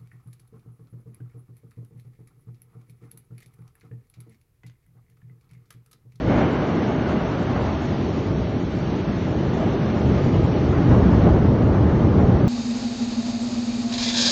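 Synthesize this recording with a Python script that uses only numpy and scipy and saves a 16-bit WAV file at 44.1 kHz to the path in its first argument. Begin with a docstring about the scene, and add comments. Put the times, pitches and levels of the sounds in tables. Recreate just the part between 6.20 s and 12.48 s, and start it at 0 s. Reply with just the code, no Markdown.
"""Wide stone courtyard in a thunderstorm, heard by a phone under an arcade.
Thunder: crowds of N-shaped pressure waves, long ones from afar, short ones from nearer bends of the bolt.
Heavy rain on wet paving: dense random impulses, coloured. Dense fading echoes smear both.
Narrow patches waver, the weak treble flickers and the phone holds down the loudest peaks.
"""
import sys
import numpy as np
from scipy import signal
from scipy.fft import rfft, irfft
from scipy.io import wavfile
from scipy.ndimage import uniform_filter1d, minimum_filter1d

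SR = 44100
rng = np.random.default_rng(int(sys.argv[2]) if len(sys.argv) > 2 else 0)


def master_out(mix):
    """Clip the mix to full scale and print it as 16-bit PCM to the path in sys.argv[1]."""
    frames = np.transpose(np.atleast_2d(mix))
    ceiling = np.clip(frames, -1, 1)
    pcm = np.round(ceiling * 32767).astype(np.int16)
    wavfile.write(sys.argv[1], SR, pcm)


def convert_level_to_amplitude(level_db):
    """Map a level in decibels to its linear amplitude factor."""
    exponent = np.asarray(level_db, float) / 20
    return 10 ** exponent


N = 276948
TIME_S = np.arange(N) / SR

# pressure waves, rows rumble, roar, edge: [nominal length/s, rate/(1/s), mean size spread/dB]
PRESSURE_WAVES = [(0.00914, 400, 1.5), (0.002825, 1200, 2.5), (.0008, 2500, 3.0)]
# what air and ground leave of each part, relative: [f/Hz, level/dB]
RUMBLE_PATH = [(20, -41), (35, -22), (55, -10.5), (80, -2), (120, 1), (200, -0.5), (400, -12.5),
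               (900, -33.5)]
ROAR_PATH = [(60, -21), (150, -1), (250, 2.5), (330, 3), (420, 1), (560, -1.5), (750, -4), (1200, -9.5),
             (2500, -18)]
EDGE_PATH = [(250, -39.5), (600, -0.5), (1100, -3.5), (1600, -5), (2100, -5), (2800, -5.5), (3600, -12.5),
             (4500, -28.5), (7000, -51)]
# slow roll of the thunder: [t/s, deep rumble level/dB, roar level/dB, tearing edge level/dB]
ROLL_LEVELS = [(0, -27, -30, -35), (.05, -23, -21, -34), (.35, -28.5, -22, -29.5), (.6, -29.5, -22, -31),
               (1.0, -27, -23.5, -32.5), (1.45, -26.5, -28, -33), (1.8, -28.5, -24, -36.5),
               (2.2, -25, -25, -39.5), (2.85, -28, -26.5, -36.5), (3.15, -25, -23.5, -38.5),
               (3.55, -23.5, -22.5, -35), (3.9, -24.5, -22, -32), (4.25, -18, -20, -37.5),
               (4.6, -20, -20, -32.5), (4.85, -13, -17.5, -29), (5.3, -17, -19.5, -35.5),
               (5.7, -17, -18, -32.5), (6.28, -15.5, -21.5, -33.5)]
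# claps and lulls on the roll: [peak t/s, rumble swell/dB, roar swell/dB, edge swell/dB, fall to 1/e t/s]
CLAPS = [(0.12, -1.5, 2.5, 5, 0.072), (0.204, 1.5, 3, 5, 0.074), (0.524, 2, -1, 1.5, 0.046),
         (0.966, -4, 1, 1, 0.044), (1.37, 0.5, 3.5, 2.5, 0.13), (3.42, -4, 0.5, 4.5, 0.025),
         (3.884, 6, 0, -3.5, 0.071), (4.725, 8.5, 1.5, 3.5, 0.044), (4.78, -0.5, 1.5, -3.5, 0.07),
         (4.953, -1, -2.5, 1, 0.06), (5.073, -2, 6.5, 6.5, 0.03), (5.2, 0, -1, 2, 0.077),
         (6.002, -0.5, 3.5, 3.5, 0.033)]
CLAP_RISE_SHARE = 0.6  # rise time / fall time
# treble lost by thunder from farther off, at full share: [f/Hz, level/dB]
FAR_AIR = [(500, 0), (1200, 0.02), (1800, -2), (2600, -7), (4000, -15)]
# share of far thunder: [t/s, share 0-1]
FAR_SHARE = [(0, 0.1), (.4, 0.22), (1.5, 0.75), (3.5, 0.41), (4.9, 0.95), (6.28, 1)]

# rain loudness: [t/s, level/dB]
RAIN_LEVEL = [(0, -44), (.1, -44.5), (.5, -43), (1.0, -41.5), (1.4, -41), (1.8, -41.5), (2.2, -43),
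              (2.6, -42), (3.0, -43), (3.5, -41.5), (4.6, -42), (5.02, -41.5), (5.14, -44.5), (5.7, -44.5),
              (6.28, -43.5)]
# rain colour, relative: [f/Hz, level/dB]
RAIN_COLOUR = [(200, -16), (500, 4.5), (1000, 3.5), (2000, 3), (3200, 0), (4500, -4.5), (6000, -8.5),
               (7000, -11), (8000, -17.5)]
DROPS_PER_S, DROP_SPREAD_DB = 2500, 2

COURT_T60_S = 0.532  # of the echo noise, before its spectrum is flattened

# chance that a small treble cell is open: [f/Hz, chance 0-1]
TREBLE_OPEN = [(4500, 1), (4750, 0.7), (5000, 0.2), (5250, 0.85), (5900, 0.94), (6200, 0.85), (6500, 0.4),
               (6900, 0.2), (7100, 0.04), (7600, 0.05), (7750, 0)]
FLICKER_WINDOW_SAMPLES = 1536
PATCH_SD_DB, PATCH_FROM_HZ = 1.2, 600  # sd before smoothing over frequency
PEAK_LIMIT, LIMITER_SPAN_S = 0.59, 0.006  # limit re full scale


def thunder():
    """Each bend of the bolt sends an N-wave: a jump up, a slide through zero, a jump back."""
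    near = 0
    paths = (RUMBLE_PATH, ROAR_PATH, EDGE_PATH)
    for (length_s, per_s, spread_db), path, level_db in zip(PRESSURE_WAVES, paths, roll()):
        ramp = np.arange(int(3 * length_s * SR)) / (length_s * SR)
        waves = 0
        # mixed lengths: no single pitch stands out
        for stretch in (0.6, 0.85, 1.2, 1.7):
            n_wave = (ramp < stretch) * (1 - 2 * ramp / stretch)
            waves = waves + signal.fftconvolve(impulses(per_s / 4, spread_db), n_wave)[:N]
        near = near + convert_level_to_amplitude(level_db) * court(colour(waves, path))
    far_share = np.clip(np.interp(TIME_S, *np.transpose(FAR_SHARE)), 0, 1)
    return (1 - far_share) * near + far_share * colour(near, FAR_AIR)


def roll():
    """Levels/dB of rumble, roar and edge: slow roll plus claps and lulls, faster to rise than to fall."""
    t_s, *parts_db = np.transpose(ROLL_LEVELS)
    levels_db = np.array([np.interp(TIME_S, t_s, part_db) for part_db in parts_db])
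    for peak_s, *swells_db, fall_s in CLAPS:
        width_s = fall_s * np.where(TIME_S < peak_s, CLAP_RISE_SHARE, 1)
        shape = np.exp(-((TIME_S - peak_s) / width_s) ** 2)
        levels_db = levels_db + np.outer(swells_db, shape)
    return levels_db


def rain():
    """Thousands of drops on paving, random in time, size and sign, blend into a wash."""
    t_s, level_db = np.transpose(RAIN_LEVEL)
    drops = impulses(DROPS_PER_S, DROP_SPREAD_DB) * rng.standard_normal(N)
    return convert_level_to_amplitude(np.interp(TIME_S, t_s, level_db)) * court(colour(drops, RAIN_COLOUR))


def court(x):
    """Dense fading echoes from all sides, flattened so that no pitch is favoured; output rms 1."""
    echoes = rfft(rng.standard_normal(N) * convert_level_to_amplitude(-60 * TIME_S / COURT_T60_S))
    flat_echoes = echoes / np.abs(echoes)
    return unit(irfft(rfft(x) * flat_echoes, N))


def impulses(per_s, spread_db):
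    """Arrivals at random moments; exponential spread in dB makes a few much stronger."""
    hit = rng.random(N) < per_s / SR
    return hit * convert_level_to_amplitude(spread_db * rng.exponential(size=N))


def colour(x, points):
    """Shapes the spectrum through f/Hz, level/dB points on a log-frequency axis."""
    hz, db = np.transpose(points)
    bins_hz = np.maximum(np.arange(N // 2 + 1) * SR / N, 1)
    gain = convert_level_to_amplitude(np.interp(np.log(bins_hz), np.log(hz), db))
    return irfft(rfft(x) * gain, N)


def unit(x):
    """Scales to rms 1."""
    return x / np.sqrt(np.mean(x ** 2))


def scene():
    """Thunder over rain, one channel."""
    return (thunder() + rain())[None]


def flicker(x):
    """Narrow patches waver in level; cells of weak treble drop out, each by its own chance."""
    hz, _, spectrum = signal.stft(x, SR, nperseg=FLICKER_WINDOW_SAMPLES)
    size = (len(hz) // 5 + 1, spectrum.shape[1] // 3 + 1)

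    def spread(grid):
        """Widens each value to a cell of 5 bins by 3 frames."""
        return np.kron(grid, np.ones((5, 3)))[:len(hz), :spectrum.shape[1]]

    open_chance = np.interp(hz, *np.transpose(TREBLE_OPEN), left=1)[:, None]
    is_open = spread(rng.random(size)) < open_chance
    waver = uniform_filter1d(spread(rng.standard_normal(size)), size=3, axis=0)
    patches_db = PATCH_SD_DB * (hz > PATCH_FROM_HZ)[:, None] * waver
    wavering = spectrum * is_open * convert_level_to_amplitude(patches_db)
    return signal.istft(wavering, SR, nperseg=FLICKER_WINDOW_SAMPLES)[1][:N]


def limiter(x):
    """Looks ahead and turns everything down just enough to hold the loudest peaks."""
    span = int(LIMITER_SPAN_S * SR)
    needed_gain = np.minimum(1, PEAK_LIMIT / (np.abs(x) + 1e-9))
    held_gain = minimum_filter1d(needed_gain, span)
    return x * uniform_filter1d(held_gain, span)


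def top_cut(x):
    """Nothing passes above the cut-off."""
    return signal.sosfilt(signal.butter(12, 7750, fs=SR, output="sos"), x)


def record(dry):
    """Patches waver, weak treble flickers, the phone holds the loudest peaks."""
    wavering = flicker(dry[0])
    mix = limiter(wavering)[None]
    return top_cut(mix)


dry = scene()
out = record(dry)
master_out(out)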